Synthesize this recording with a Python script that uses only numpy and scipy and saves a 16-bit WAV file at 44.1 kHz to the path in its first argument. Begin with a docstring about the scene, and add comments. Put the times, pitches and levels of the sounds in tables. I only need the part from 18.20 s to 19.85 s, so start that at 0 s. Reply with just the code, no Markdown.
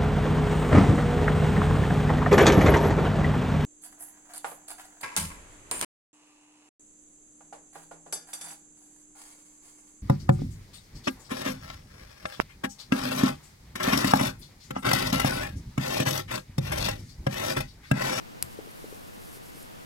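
"""A metal crochet hook works yarn over a table, close up in a quiet room, in stereo.
The hook clicks once, with a low bump after it; two pairs of dull knocks follow, then two faint ones.
Yarn rustles softly as it slides over hook and fingers, fibres snag and the fabric shifts,
above wide, steady room noise."""
import sys
import numpy as np
from scipy import signal
from scipy.fft import rfft, irfft
from scipy.io import wavfile

SR = 44100
rng = np.random.default_rng(int(sys.argv[2]) if len(sys.argv) > 2 else 0)


def materialize(psi):
    """Save the field psi as 16-bit PCM at rate SR to the path in sys.argv[1].

    A 1-D psi becomes a single channel; in a 2-D psi each row is a channel.
    """
    bounded = np.clip(np.atleast_2d(psi).T, -1, 1)
    quanta = np.round(bounded * 32767).astype(np.int16)
    wavfile.write(sys.argv[1], SR, quanta)


N = 72765
T, HZ = np.arange(N) / SR, np.fft.rfftfreq(N, 1 / SR)
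CLICK_S = 0.22585
HOOK_RIGHT_LEAD_S, HOOK_RIGHT_DB = 18e-6, -1.5


def amp(db):
    """dB to gain."""
    return 10 ** (np.asarray(db) / 20)


def unit(x):
    """Scale to rms 1."""
    return x / np.sqrt(np.mean(x ** 2) + 1e-20)


def gain_at(colour, hz):
    """Gain of a (f/Hz, level/dB) curve, interpolated over log f."""
    f, db = np.transpose(colour)
    return amp(np.interp(np.log(hz + 1), np.log(f + 1), db))


def noise(colour):
    """Steady coloured noise, rms 1."""
    return unit(irfft(rfft(rng.standard_normal(N)) * gain_at(colour, HZ), N))


def delay(x, s):
    """Fractional-sample delay."""
    hz = np.fft.rfftfreq(2 * N, 1 / SR)
    return irfft(rfft(x, 2 * N) * np.exp(-2j * np.pi * hz * s), 2 * N)[:N]


def convolve(x, response):
    """Convolution, cut to N samples."""
    return signal.fftconvolve(x, response)[:N]


def impulse(colour, size=2048):
    """Causal coloured pulse, energy 1."""
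    log_gain = np.log(gain_at(colour, abs(np.fft.fftfreq(size, 1 / SR))))
    pulse = np.fft.ifft(np.exp(np.conj(signal.hilbert(log_gain)))).real
    return np.pad(pulse / np.linalg.norm(pulse), (0, N - size))


def mode(hz, t60_s, age_s):
    """Damped sine."""
    return np.exp(-np.log(1000) * age_s / t60_s) * np.sin(2 * np.pi * hz * age_s)


def tail(t60_s):
    """Decaying noise, energy 1."""
    burst = rng.standard_normal(N) * np.exp(-np.log(1000) * T / t60_s)
    return burst / np.linalg.norm(burst)


def room(x, t60_s):
    """Dense reflections, independent per channel."""
    return np.array([convolve(x, tail(t60_s)) for _ in range(2)])


def swells(rows, shape=2.6):
    """Envelope of hand movements; shape > 2 is flatter and ends more abruptly than a bell curve."""
    power = sum(amp(db) ** 2 * np.exp(-abs((T - s) / half_s) ** shape) for s, half_s, db in rows)
    return np.sqrt(power)


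def room_noise():
    """Wide, steady air noise with a faint hum."""
    # noise common to both channels: f/Hz, relative level/dB
    mid_colour = [(20, -2.5), (45, -8), (80, -2.5), (120, -7), (200, -3.5), (260, -4), (420, -10.5),
                  (700, -12), (1400, -14.5), (3000, -17), (5000, -19), (9000, -24.5), (15500, -26.5)]
    # noise opposed between channels: f/Hz, relative level/dB
    side_colour = [(20, -12), (50, -14), (80, 0), (110, -3.5), (180, -0.5), (260, -4), (340, -1),
                   (420, -11.5), (470, -2.5), (620, -8.5), (900, -9), (1300, -13), (2500, -19),
                   (5000, -27.5), (10000, -35.5), (15500, -39)]
    # hum tones: f/Hz, level/dB
    hum = [(130, -66), (459, -76.5)]
    mid, side = amp(-51) * noise(mid_colour), amp(-44.5) * noise(side_colour)
    mid += sum(amp(db) * np.sqrt(2) * np.sin(2 * np.pi * (hz * T + rng.random())) for hz, db in hum)
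    return np.array([amp(-0.5) * (mid + side), amp(-1.5) * (mid - side)])


def hook_click():
    """One hard tick with a damped metal ring, close reflections and a faint room tail."""
    # tick spectrum: f/Hz, relative level/dB
    tick_colour = [(100, -14), (550, -22), (850, -11.5), (1400, -14.5), (2300, -11), (3100, -15.5),
                   (4200, -12), (4950, -1.5), (5750, -11), (6400, -12.5), (7200, -8.5), (8200, -3.5),
                   (10500, 0.5), (12300, 0.5), (13200, -5.5), (15300, -9), (16500, -5.5)]
    # room return: f/Hz, relative level/dB
    room_colour = [(100, -7), (1000, 1), (2700, -2), (3600, -5), (4900, -4), (6200, -7), (8500, 1),
                   (11700, -1), (12400, 6), (13500, -4), (15500, -20)]
    # hook modes: f/Hz, level/dB, t60/s, right gain (negative: opposed)
    modes = [(5140, -36, 0.0068, 0.96), (10900, -24, 0.0065, -0.9), (12050, -19.5, .010, -0.89)]
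    # reflections off hands, table and camera: delay/s, left/dB, right/dB
    reflections = [(.00046, -17, -8), (.00098, -10, -25), (.00174, -11, -29)]
    tick, channels = impulse(tick_colour), []
    for is_right, reverb in enumerate(room(impulse(room_colour), t60_s=0.26)):
        ring = sum((right_gain if is_right else 1) * amp(db) * mode(hz, t60_s, T)
                   for hz, db, t60_s, right_gain in modes)
        echoes = sum(amp(levels_db[is_right]) * delay(tick, s) for s, *levels_db in reflections)
        channels.append(tick + ring + echoes + amp(-13.5) * reverb)
    scatter = amp(-1.5) * convolve(tick, tail(t60_s=0.011))
    left, right = np.array(channels) + scatter
    right = amp(HOOK_RIGHT_DB) * delay(right, CLICK_S - HOOK_RIGHT_LEAD_S)
    return amp(-1.5) * np.array([delay(left, CLICK_S), right])


def bump(rise_s=0.0068, right_db=-15):
    """Low modes dying away after the click, stronger on the left."""
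    # low modes: f/Hz, level/dB, t60/s
    modes = [(82, -38.5, 0.21), (127.8, -39, 0.35), (179.7, -47.5, 0.48)]
    age_s = np.maximum(T - CLICK_S, 0)
    ring = sum(amp(db) * mode(hz, t60_s, age_s) for hz, db, t60_s in modes)
    ring *= np.minimum(age_s / rise_s, 1)
    return np.array([ring, amp(right_db) * ring])


def yarn_rustle(slips_per_s=9000, catch_s=0.006, catch_db=0.2, right_db=-0.5):
    """Dense, tiny fibre slips under each stroke; slight flutter as the strand catches and slides."""
    # yarn strokes: peak t/s, half length/s, level/dB; side-channel gain
    strokes = [(0.325, 0.028, -56.5, 0.9), (0.424, 0.057, -63, 1), (0.508, 0.017, -62, 1),
               (0.63, 0.11, -58, 1), (0.747, 0.047, -57.5, 1), (0.865, 0.05, -58, .05),
               (0.941, 0.018, -59, 0), (1.062, 0.077, -55, .05), (1.152, 0.029, -51.5, 0),
               (1.269, 0.04, -55, .05), (1.393, 0.051, -53.5, .05), (1.58, 0.22, -63, 1)]
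    # slip spectrum: f/Hz, relative level/dB
    colour = [(500, -18), (2000, -4.5), (3500, -7), (5000, 0), (6200, -0.5), (8000, 2), (11000, 5),
              (12400, 5), (13500, -.5), (15500, -8)]
    strokes = np.array(strokes)
    slips = (rng.random((2, N)) < slips_per_s / SR) * rng.standard_normal((2, N))
    flutter = amp(catch_db * np.interp(T / catch_s, np.arange(N), rng.standard_normal(N)))
    envelope = swells(strokes[:, :3])
    mid, side = (envelope * unit(convolve(train * flutter, impulse(colour))) for train in slips)
    side *= np.interp(T, strokes[:, 0], strokes[:, 3])  # near mono at 0.85-1.42 s, as in coded audio
    return np.array([mid + side, amp(right_db) * (mid - side)])


def knocks(wall_delay_s=0.0063, wall_db=-15):
    """Soft blows, each a few low cycles that swell and die, answered by a near wall and the room."""
    # dull knocks: t/s, level/dB, f/Hz, rise/s, right gain/dB
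    blows = [(0.3871, -25.5, 400, .0027, -19), (.4696, -35, 410, 0.0043, -14.5),
             (0.641, -30, 397, 0.00249, -3.5), (0.7243, -31.5, 395, .0028, -16),
             (1.169, -39.5, 426, 0.0033, -17), (1.3680, -43, 374, 0.003, -15)]
    # room return: f/Hz, relative level/dB
    room_colour = [(60, -3), (160, 0), (400, 10), (800, -0.5), (1200, -18), (3000, -38), (10000, -57)]
    near, hits = np.zeros((2, N)), np.zeros(N)
    for s, db, hz, rise_s, right_db in blows:
        age_s = np.maximum(T - s, 0)
        envelope = (age_s / rise_s * np.exp(1 - age_s / rise_s)) ** 3
        blow = -amp(db) * envelope * np.sin(2 * np.pi * hz * age_s)
        near += np.array([blow, amp(right_db) * blow]) + amp(wall_db) * delay(blow, wall_delay_s)
        hits[round((s + rise_s) * SR)] = amp(db)
    return near + amp(8.5) * room(convolve(hits, impulse(room_colour)), t60_s=0.36)


def snags():
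    """Short bright scratches as fibres snag and slip off the hook."""
    # snags: t/s, level/dB
    events = [(.510, -31), (.556, -35), (.944, -38), (1.118, -37), (1.145, -31), (1.4284, -23)]
    # scratch spectrum: f/Hz, relative level/dB
    colour = [(1000, -16), (7000, -15), (10500, 8), (12500, -1), (15000, -27)]
    bursts = sum(amp(db) * delay(tail(t60_s=0.018), s) for s, db in events)
    scratch = convolve(bursts, impulse(colour))
    return np.array([delay(scratch, HOOK_RIGHT_LEAD_S), amp(HOOK_RIGHT_DB) * scratch])


def fabric_shifts():
    """Fabric moving in the hands: brief, dull, centred swells of noise."""
    # movements: peak t/s, half length/s, level/dB
    shifts = [(.765, 0.013, -57), (.972, 0.014, -53), (1.362, 0.019, -53.5)]
    # fabric spectrum: f/Hz, relative level/dB
    colour = [(40, -9), (150, -18), (250, -0.5), (380, -12), (700, -16), (2000, -21.5), (8000, -33)]
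    return noise(colour) * swells(shifts)


def scene():
    """Stereo sum of all sources."""
    return room_noise() + hook_click() + bump() + yarn_rustle() + knocks() + snags() + fabric_shifts()


def record(dry):
    """Low-pass at 15850 Hz."""
    lowpass = signal.firwin(255, 15850, window=("kaiser", 9), fs=SR)
    return signal.oaconvolve(dry, lowpass[None], "same")


dry = scene()
out = record(dry)
materialize(out)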